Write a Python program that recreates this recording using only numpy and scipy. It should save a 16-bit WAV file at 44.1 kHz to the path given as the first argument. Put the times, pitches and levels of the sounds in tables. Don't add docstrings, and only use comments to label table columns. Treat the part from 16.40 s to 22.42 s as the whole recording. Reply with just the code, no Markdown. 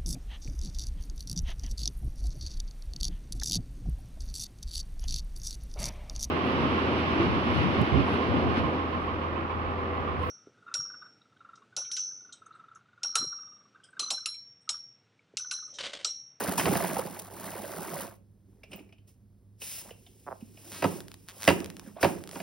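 import sys
import numpy as np
from scipy import signal
from scipy.fft import rfft, irfft, next_fast_len
from scipy.io import wavfile
from scipy.ndimage import map_coordinates

SR = 44100
rng = np.random.default_rng(int(sys.argv[2]) if len(sys.argv) > 2 else 0)


def master(y):
    cut = np.clip(np.atleast_2d(y).T, -1, 1)
    pcm = np.round(cut * 32767)
    wavfile.write(sys.argv[1], SR, pcm.astype(np.int16))


N = 265482
TIME_S = np.arange(N) / SR
AGE_S = np.arange(SR // 2) / SR

# time_s, effort_db
SQUEEZES = [
    [(0.0, -34), (0.156, -40.5), (0.432, -35.5), (0.566, -40), (0.748, -48), (0.89, -52.5)],
    [(0.89, -61), (0.91, -51), (1.084, -42), (1.21, -46), (1.624, -41), (1.748, -61), (1.85, -104)],
]
# offset_db, db_per_effort_db
KNEAD_RESPONSE = [(-2.5, 1.2), (0, 1.06), (1, 0.98)]
# re_thump_db, settling_db_per_s
STIR_RESPONSE = [(-17, 112.5), (-27, 109.5), (-27, 118.5)]
# full_at_s, rise_s, hold_s, squelch_db, crackle_db, hiss_db
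PULLS = [(0.179, 0.0056, 0.011, -36, -27, -26), (0.266, 0.066, 0.059, -32.5, -35.5, -42),
         (2.096, 0.077, 0.41, -66, -80, -78.5), (2.317, 0.035, 0.077, -51.5, -62, -62),
         (2.679, 0.0097, 0.0077, -73.5, -78, -60.5), (3.219, 0.02, 0.18, -64.5, -63, -39.5),
         (3.477, 0.12, 0.018, -60, -56, -52.5), (3.566, 0.11, 4.7, -65, -86, -63.5),
         (4.295, 0.19, 0.28, -54, -60, -47.5), (5.082, 0.14, 0.014, -50, -45.5, -36.5),
         (5.473, 0.19, 0.0077, -50, -56.5, -57.5), (5.566, 0.0076, 0.045, -55.5, -46.5, -88),
         (5.613, 0.011, 0.011, -43, -49, -38.5), (5.932, 0.042, 0.1, -47.5, -50, -47)]
# start_s, level_db
SQUIRTS = [(0.33, -29), (0.364, -27), (0.582, -34), (0.79, -34.5), (1.364, -36.5)]
# start_s, cavity_db, cavity_hz, thump_db, snap_db
POCKETS = [(0.084, -25.5, 472, -25, -29), (0.179, -9, 910, -29, -28), (0.197, -19, 667, -28, -19.5),
           (0.257, -13, 686, -23, -20), (0.271, -7.5, 474, -21.5, -33), (0.354, -10, 683, -25.5, -27),
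           (0.566, -14, 780, -27.5, -36), (0.59, -11, 490, -30.5, -36), (1.24, -24.5, 556, -44, -46),
           (4.424, -20, 558, -22.5, -22.5), (4.442, -10, 537, -16.5, -21.5), (4.452, -15, 340, -23.5, -38),
           (5.0774, 2.5, 640, -12, -8), (5.088, -5, 513, -20, -11.5), (5.101, -12, 410, -16, -20.5),
           (5.63, -9, 640, -14, -13), (5.645, -16, 758, -13, -17.5), (5.956, -35, 684, -32.5, -35),
           (6.002, -23, 647, -45, -32.5)]
# pitch_hz, level_db
SKIN_MODES = [(2450, -8), (2800, -11), (4730, -15)]
# pitch_hz, level_db
TABLE_MODES = [(94, -3), (175, -0.5), (275, 0.5), (372, -1), (440, -2.5), (556, -1), (738, -4), (959, -5),
               (1262, -10), (1514, -15.5)]
# start_s, level_db
FILM_TICKS = [(4.605, -27.5), (4.683, -32), (4.717, -30.5), (4.742, -31), (5.204, -26), (5.245, -23.5),
              (5.26, -25.5), (5.302, -27), (5.368, -29), (5.396, -27.5), (5.839, -28.5), (5.875, -28.5),
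              (5.8921, -28.5), (5.913, -27.5)]
# start_s, swell_s, ebb_s, first_ticks_per_s, full_ticks_per_s, level_db
FILM_ZIPS = [(4.3082, 0.0089, 0.24, 86, 320, -28.5), (4.881, 0.001, 0.041, 177, 200, -25.5),
             (5.0047, 0.033, 0.037, 112, 100, -16)]
# start_s, level_db, ring_hz
SMACKS = [(2.233, -31, 2436), (2.3168, -31.5, 2760), (2.331, -24.5, 2542), (2.39, -38, 2350),
          (2.49, -48, 2264), (2.5243, -40.5, 2584), (2.5824, -50.5, 2780), (3.218, -25.5, 2616),
          (3.507, -33.5, 2720), (3.664, -38.5, 3100), (4.0085, -44.5, 2520), (4.172, -38.5, 2510)]
# pitch_ratio, level_db
SMACK_MODES = [(1, 0), (1.119, -2), (1.82, -36)]
# start_s, level_db, pitch_hz
PINGS = [(2.312, -49, 8700), (2.334, -49, 8850), (2.358, -41, 14800)]
# start_s, level_db, pitch_hz
GLUGS_AND_THUDS = [(0.084, -25.5, 180), (0.239, -27, 182), (0.272, -25.5, 193), (0.296, -21.5, 180),
                   (0.325, -24.5, 312), (0.358, -27.5, 174), (2.409, -43, 310), (3.511, -41, 474),
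                   (4.025, -36, 224), (4.457, -26, 174), (5.205, -33, 320), (5.474, -39, 210),
                   (5.657, -26, 166)]
# start_s, length_s, bubbles_per_s, level_db
BURBLES = [(3.8652, .025, 143, -29.5), (3.9028, .027, 130, -29.5)]

# frequency_hz, density_db
SQUELCH_SPECTRUM = [(70, -28), (130, -9), (182, 0), (250, -4.5), (380, 2.5), (650, -14.5), (1000, -8),
                    (2000, -48)]
CRACKLE_SPECTRUM = [(250, -26), (550, 1), (850, -1), (1300, -3.5), (2000, -3.5), (2700, -6.5), (3800, -11),
                    (8000, -34.5)]
FIZZ_SPECTRUM = [(1000, -35), (2600, -6.5), (5200, -2.5), (11000, 2), (15500, 2.5)]
STRETCHED_FILM_SPECTRUM = [(1000, -19.5), (2700, -5.5), (4500, -8.5), (5200, -1.5), (6000, -4), (8000, -1),
                           (11000, -3.5), (15500, -3)]
SNAP_SPECTRUM = [(400, -19.5), (900, -7), (1500, -1.5), (2450, 0), (2850, -4), (3800, -13), (4400, -14.5),
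                 (4750, -13), (5500, -15), (10000, -17.5)]
TICK_SPECTRUM = [(400, -11), (1100, -0.5), (2200, -1), (4800, -2), (8000, -4), (16000, -9.5)]
SMACK_SPECTRUM = [(150, -10), (450, 3), (1500, -11.5), (2700, 3), (3800, -18), (5200, -2), (7000, -15),
                  (16000, -18)]
RUMBLE_SPECTRUM = [(25, -17.5), (48, -2.5), (100, -9.5), (200, -14.5), (400, -24.5), (800, -38.5),
                   (2500, -50.5), (16000, -47)]

# pitch_hz, level_db
HUM_PARTIALS = [(101.5, -60), (199, -70.5)]
# frequency_hz, t60_s
ROOM_DECAY = [(100, 1), (800, 0.32), (2700, 0.33), (15000, 0.032)]
# frequency_hz, left_minus_right_db
PORT_BALANCE = [(40, -.5), (130, -3), (350, -5), (700, -7.5), (1100, .3), (2500, -.6), (8000, 0)]
# frequency_hz, left_lead_rad
PORT_PHASE = [(0, 0), (780, 0.5), (1810, 0.0), (3010, 0.6), (5080, -0.0), (6980, 3.1), (8100, 3.6),
              (9820, 6.0), (10900, 6.5), (13200, 9.4), (13900, 9.6), (16600, 12.8)]


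def kneading():
    knead = squeeze_gains()
    pull = np.hypot(pull_gains(), stir_gains())
    squelch_gain, crackle_gain, _ = np.hypot(knead, pull)
    big = bubbles(per_s=420, centre_hz=325.5, spread_oct=0.8, t60_cycles=17, spread_db=5, chirp=0.22,
                  samples=2048)
    small = bubbles(per_s=520, centre_hz=1133, spread_oct=0.7, t60_cycles=20, spread_db=3.5, chirp=0.13)
    snaps = impulses(per_s=5000, spread_db=2.5, clump_db=2.5, clumps_per_s=130)
    flurry = flurries(per_s=38, decay_s=0.0032)
    squelch = squelch_gain * unit_rms(coloured(big, SQUELCH_SPECTRUM))
    crackle = crackle_gain * flurry * unit_rms(coloured(small + snaps, CRACKLE_SPECTRUM))
    fizz = coloured(impulses(per_s=11000, spread_db=4.5, clump_db=3.5, clumps_per_s=280), FIZZ_SPECTRUM)
    fizz_gain = knead[2] * np.sqrt(flurry) + squirt_gain()
    film_hiss = coloured(rng.standard_normal(N), STRETCHED_FILM_SPECTRUM) * amp(wobble(120))
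    return squelch + crackle + fizz_gain * fizz + pull[2] * film_hiss


def bubbles(per_s, centre_hz, spread_oct, t60_cycles, spread_db, chirp, samples=1024):
    pitch, size, polarity = rng.standard_normal((int(per_s * N / SR), 3)).T[:, :, None]
    starts = rng.integers(0, N, len(pitch))
    hz = centre_hz * 2 ** (spread_oct * np.clip(pitch, -2, 2))
    life = hz * np.arange(samples) / SR / t60_cycles
    cycles = t60_cycles * life * (1 + chirp * np.minimum(life, 1))
    rings = np.sin(2 * np.pi * cycles) * amp(-60 * life)
    rings *= amp(spread_db * np.clip(size, -2, 2)) * np.sign(polarity)
    positions = starts[:, None] + np.arange(samples)
    return unit_rms(np.bincount(positions.ravel(), rings.ravel(), N)[:N])


def impulses(per_s, spread_db, clump_db, clumps_per_s):
    hits = rng.random(N) < per_s / SR
    sizes = amp(spread_db * np.clip(rng.standard_normal(N), -2, 2)) * rng.choice([-1, 1], N)
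    return unit_rms(hits * sizes * amp(clump_db * wobble(clumps_per_s)))


def flurries(per_s, decay_s):
    triggers = (rng.random(N) < per_s / SR) * rng.random(N)
    return unit_rms(1 + signal.lfilter([1], [1, -np.exp(-1 / (SR * decay_s))], triggers))


def squeeze_gains(firm_db=-45):
    efforts_db = [np.interp(TIME_S, *np.transpose(curve), left=-150, right=-150) for curve in SQUEEZES]
    over_firm_db = np.max(efforts_db, axis=0) - firm_db
    return np.array([amp(firm_db + db + slope * over_firm_db) for db, slope in KNEAD_RESPONSE])


def pull_gains(release_db_per_s=265.5):
    power = np.zeros((3, N))
    for full_at_s, rise_s, hold_s, *levels_db in PULLS:
        rise_db = -20 * np.maximum(full_at_s - TIME_S, 0) / rise_s
        release_db = -release_db_per_s * np.maximum(TIME_S - full_at_s - hold_s, 0)
        power += (amp(levels_db)[:, None] * amp(np.maximum(rise_db + release_db, -100))) ** 2
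    return np.sqrt(power)


def stir_gains():
    power = np.zeros((3, N))
    for track, (db, settling_db_per_s) in zip(power, STIR_RESPONSE):
        wake = amp(db - settling_db_per_s * AGE_S) * attack(0.0036)
        for start_s, _, _, thump_db, _ in POCKETS:
            add(track, start_s, (amp(thump_db) * wake) ** 2)
    return np.sqrt(power)


def squirt_gain():
    gain = np.zeros(N)
    for start_s, db in SQUIRTS:
        add(gain, start_s, amp(db) * attack(0.00081) * decay(0.036))
    return gain


def bursting_pockets(sag_ratio=0.21, sag_s=0.012, gulp_open_hz=320, gulp_rest_hz=171.4):
    tones, shakes, snaps, splashes = np.zeros((4, N))
    tear, slump = attack(0.00087), attack(0.01)
    heave = amp(-9) * sine(hz=93) * decay(0.4) * slump
    gulp_rad = glide_rad(gulp_open_hz, gulp_rest_hz, tau_s=0.014)
    gulp = amp(-13.5) * np.sin(gulp_rad) * decay(0.21) * slump
    for start_s, cavity_db, cavity_hz, thump_db, snap_db in POCKETS:
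        slop, splatter, waver = rng.standard_normal((3, len(AGE_S)))
        drift_rad = np.cumsum(0.14 * waver)
        skin = sum(amp(db) * sine(hz, drift_rad) for hz, db in SKIN_MODES) * decay(0.046)
        cavity = np.sin(cavity_hz * glide_rad(1 + sag_ratio / 2, 1 - sag_ratio / 2, sag_s))
        shake = amp(-2.5) * tear * (decay(0.046) + amp(-20) * decay(0.16)) * slop
        shake[0] = amp(19)
        add(tones, start_s + 0.0009, amp(cavity_db - 6.5) * cavity * attack(0.00092) * decay(0.031))
        add(tones, start_s, amp(2.5 * thump_db) * heave)
        add(tones, start_s, amp(thump_db) * gulp + amp(snap_db - 2) * skin)
        add(shakes, start_s + 0.002, amp(thump_db) * shake)
        add(snaps, start_s - 0.001, amp(snap_db + 0.5) * tear * decay(0.016) * splatter)
        add(splashes, start_s, amp(snap_db - 12) * tear * decay(0.1) * splatter)
    table_rms = np.sqrt(np.mean(np.abs(table_response(np.arange(SR // 2))) ** 2))
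    thumps = filtered(shakes, table_response) / table_rms
    return tones + thumps + coloured(snaps, SNAP_SPECTRUM) + coloured(splashes, CRACKLE_SPECTRUM)


def table_response(hz, min_width_hz=12, loss=0.078):
    response = 0
    for k, (mode_hz, db) in enumerate(TABLE_MODES):
        damping = 1j * hz * (min_width_hz + loss * mode_hz)
        response += (-1) ** k * amp(db) * damping / (mode_hz ** 2 - hz ** 2 + damping)
    return response


def tearing_film(edge_db=-18, rate_ramp_s=0.049):
    ticks = list(FILM_TICKS)
    for start_s, swell_s, ebb_s, first_per_s, full_per_s, db in FILM_ZIPS:
        age_s = 0
        for jitter_db in rng.standard_normal(60):
            if age_s > swell_s + ebb_s:
                break
            swell_db = np.interp(age_s, [0, swell_s, swell_s + ebb_s], [edge_db, 0, edge_db])
            ticks.append((start_s + age_s, db + swell_db + jitter_db))
            age_s += 1 / np.interp(age_s, [0, rate_ramp_s], [first_per_s, full_per_s])
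    tail = 0.1 * decay(0.012)[:SR // 50]
    clicks = tail * rng.standard_normal((400, len(tail))) * rng.uniform(0.5, 1.5, (400, 1))
    clicks[:, 0] = 1
    track = np.zeros(N)
    for (start_s, db), click in zip(ticks, clicks):
        add(track, start_s, amp(db + 7) * click)
    return coloured(track, TICK_SPECTRUM)


def fingers(plop_hz=519):
    smacks, rings = np.zeros((2, N))
    unstick = attack(0.0011)
    ring_decay = decay(0.031) + amp(-17) * decay(0.29)
    for start_s, db, hz in SMACKS:
        add(smacks, start_s, amp(db - 20) * unstick * decay(0.065) * rng.standard_normal(len(AGE_S)))
        plop = soft_cavity(plop_hz * np.exp(rng.normal(0, 0.264)), step_rad=0.1)
        add(rings, start_s + 0.00303, amp(db - 18) * unstick * plop * decay(0.066))
        for ratio, mode_db in SMACK_MODES:
            ring = soft_cavity(ratio * hz, step_rad=0.15)
            add(rings, start_s, amp(db + mode_db - 11) * unstick * ring * ring_decay)
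    for start_s, db, hz in PINGS:
        add(rings, start_s, amp(db) * unstick * soft_cavity(hz, step_rad=0.18) * decay(0.067))
    return coloured(smacks, SMACK_SPECTRUM) + rings


def soft_cavity(hz, step_rad):
    return sine(hz, np.cumsum(rng.normal(0, step_rad, len(AGE_S))))


def glugs_and_thuds(t60_cycles=13):
    track = np.zeros(N)
    for start_s, db, hz in GLUGS_AND_THUDS:
        add(track, start_s, amp(db + 7) * sine(hz) * attack(0.5 / hz) * decay(t60_cycles / hz))
    return track


def burble(glide_s=0.00123):
    phase_rad = glide_rad(from_hz=2000, to_hz=480, tau_s=glide_s)
    envelope = attack(0.0017) ** 2 * decay(0.0092)
    envelope /= envelope.max()
    blips, slosh = np.zeros((2, N))
    for start_s, length_s, per_s, db in BURBLES:
        for k, at_s in enumerate(np.arange(start_s, start_s + length_s, 1 / per_s)):
            gain = amp(db - 11 * np.exp(-k))
            add(blips, at_s, gain * np.sin(phase_rad * rng.normal(1, 0.1)) * envelope)
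            add(slosh, at_s + glide_s, gain * amp(-16) * decay(0.072) * rng.standard_normal(len(AGE_S)))
    return blips + coloured(slosh, SQUELCH_SPECTRUM)


def room_reverb(x, ring_hz=2660, half_width_hz=190):
    hz, time_s, noise = signal.stft(rng.standard_normal((2, SR // 2)), SR, nperseg=256)
    ringing = 1 + amp(1) / (1 + ((hz - ring_hz) / half_width_hz) ** 2)
    absorption = amp(-60 * time_s / log_interp(ROOM_DECAY, hz)[:, None])
    _, tail = signal.istft(noise * ringing[:, None] * absorption, SR, nperseg=256)
    tail = np.pad(tail, ((0, 0), (SR // 300, 0)))
    return signal.fftconvolve(x[None], tail / np.linalg.norm(tail[0]), axes=1)[:, :N]


def background(rumble_db=-60.5):
    hum = np.zeros(N)
    for hz, db in HUM_PARTIALS:
        partial = amp(3 * wobble(11)) * np.sin(2 * np.pi * hz * TIME_S + 0.9 * wobble(14))
        hum += amp(db) * unit_rms(partial)
    rumble = filtered(rng.standard_normal(N), lambda hz: amp(log_interp(RUMBLE_SPECTRUM, hz)))
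    return hum + amp(rumble_db) * unit_rms(rumble)


def amp(db):
    return 10 ** (np.asarray(db) / 20)


def unit_rms(x):
    return x / np.sqrt(np.mean(x ** 2) + 1e-20)


def attack(tau_s):
    return 1 - np.exp(-AGE_S / tau_s)


def decay(t60_s):
    return amp(-60 * AGE_S / t60_s)


def sine(hz, phase_rad=0):
    return np.sin(2 * np.pi * hz * AGE_S + phase_rad)


def glide_rad(from_hz, to_hz, tau_s):
    return 2 * np.pi * np.cumsum(to_hz + (from_hz - to_hz) * np.exp(-AGE_S / tau_s)) / SR


def wobble(knots_per_s):
    return map_coordinates(rng.standard_normal(int(N * knots_per_s / SR) + 4), [TIME_S * knots_per_s])


def add(track, start_s, sound):
    part = track[max(round(start_s * SR), 0):][:len(sound)]
    part += sound[:len(part)]


def log_interp(points, hz):
    knots_hz, values = np.transpose(points)
    return np.interp(np.log(hz + 1), np.log(knots_hz + 1), values)


def filtered(x, response):
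    size = next_fast_len(N + SR // 2)
    return irfft(rfft(x, size) * response(np.fft.rfftfreq(size, 1 / SR)), size)[..., :N]


def coloured(x, spectrum, taps=2048):
    cepstrum = irfft(np.log(amp(log_interp(spectrum, np.fft.rfftfreq(taps, 1 / SR)))))
    cepstrum[1:taps // 2] *= 2
    cepstrum[taps // 2 + 1:] = 0
    kernel = irfft(np.exp(rfft(cepstrum)))
    return signal.fftconvolve(x, kernel / np.linalg.norm(kernel))[:len(x)]


def scene():
    slime = kneading() + bursting_pockets() + tearing_film() + fingers() + glugs_and_thuds() + burble()
    return slime + amp(-15.5) * room_reverb(slime) + background()


def record(dry):
    side = np.array([[0.5], [-0.5]])

    def microphone(hz, low_cut_hz=42, top_cut_hz=15950):
        balance = amp(side * log_interp(PORT_BALANCE, hz))
        lead = np.exp(1j * side * log_interp(PORT_PHASE, hz))
        highpass = hz ** 4 / (hz ** 4 + low_cut_hz ** 4)
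        lowpass = 1 / (1 + (hz / top_cut_hz) ** 200)
        return balance * lead * highpass * lowpass

    return filtered(dry, microphone)


dry = scene()
out = record(dry)
master(out)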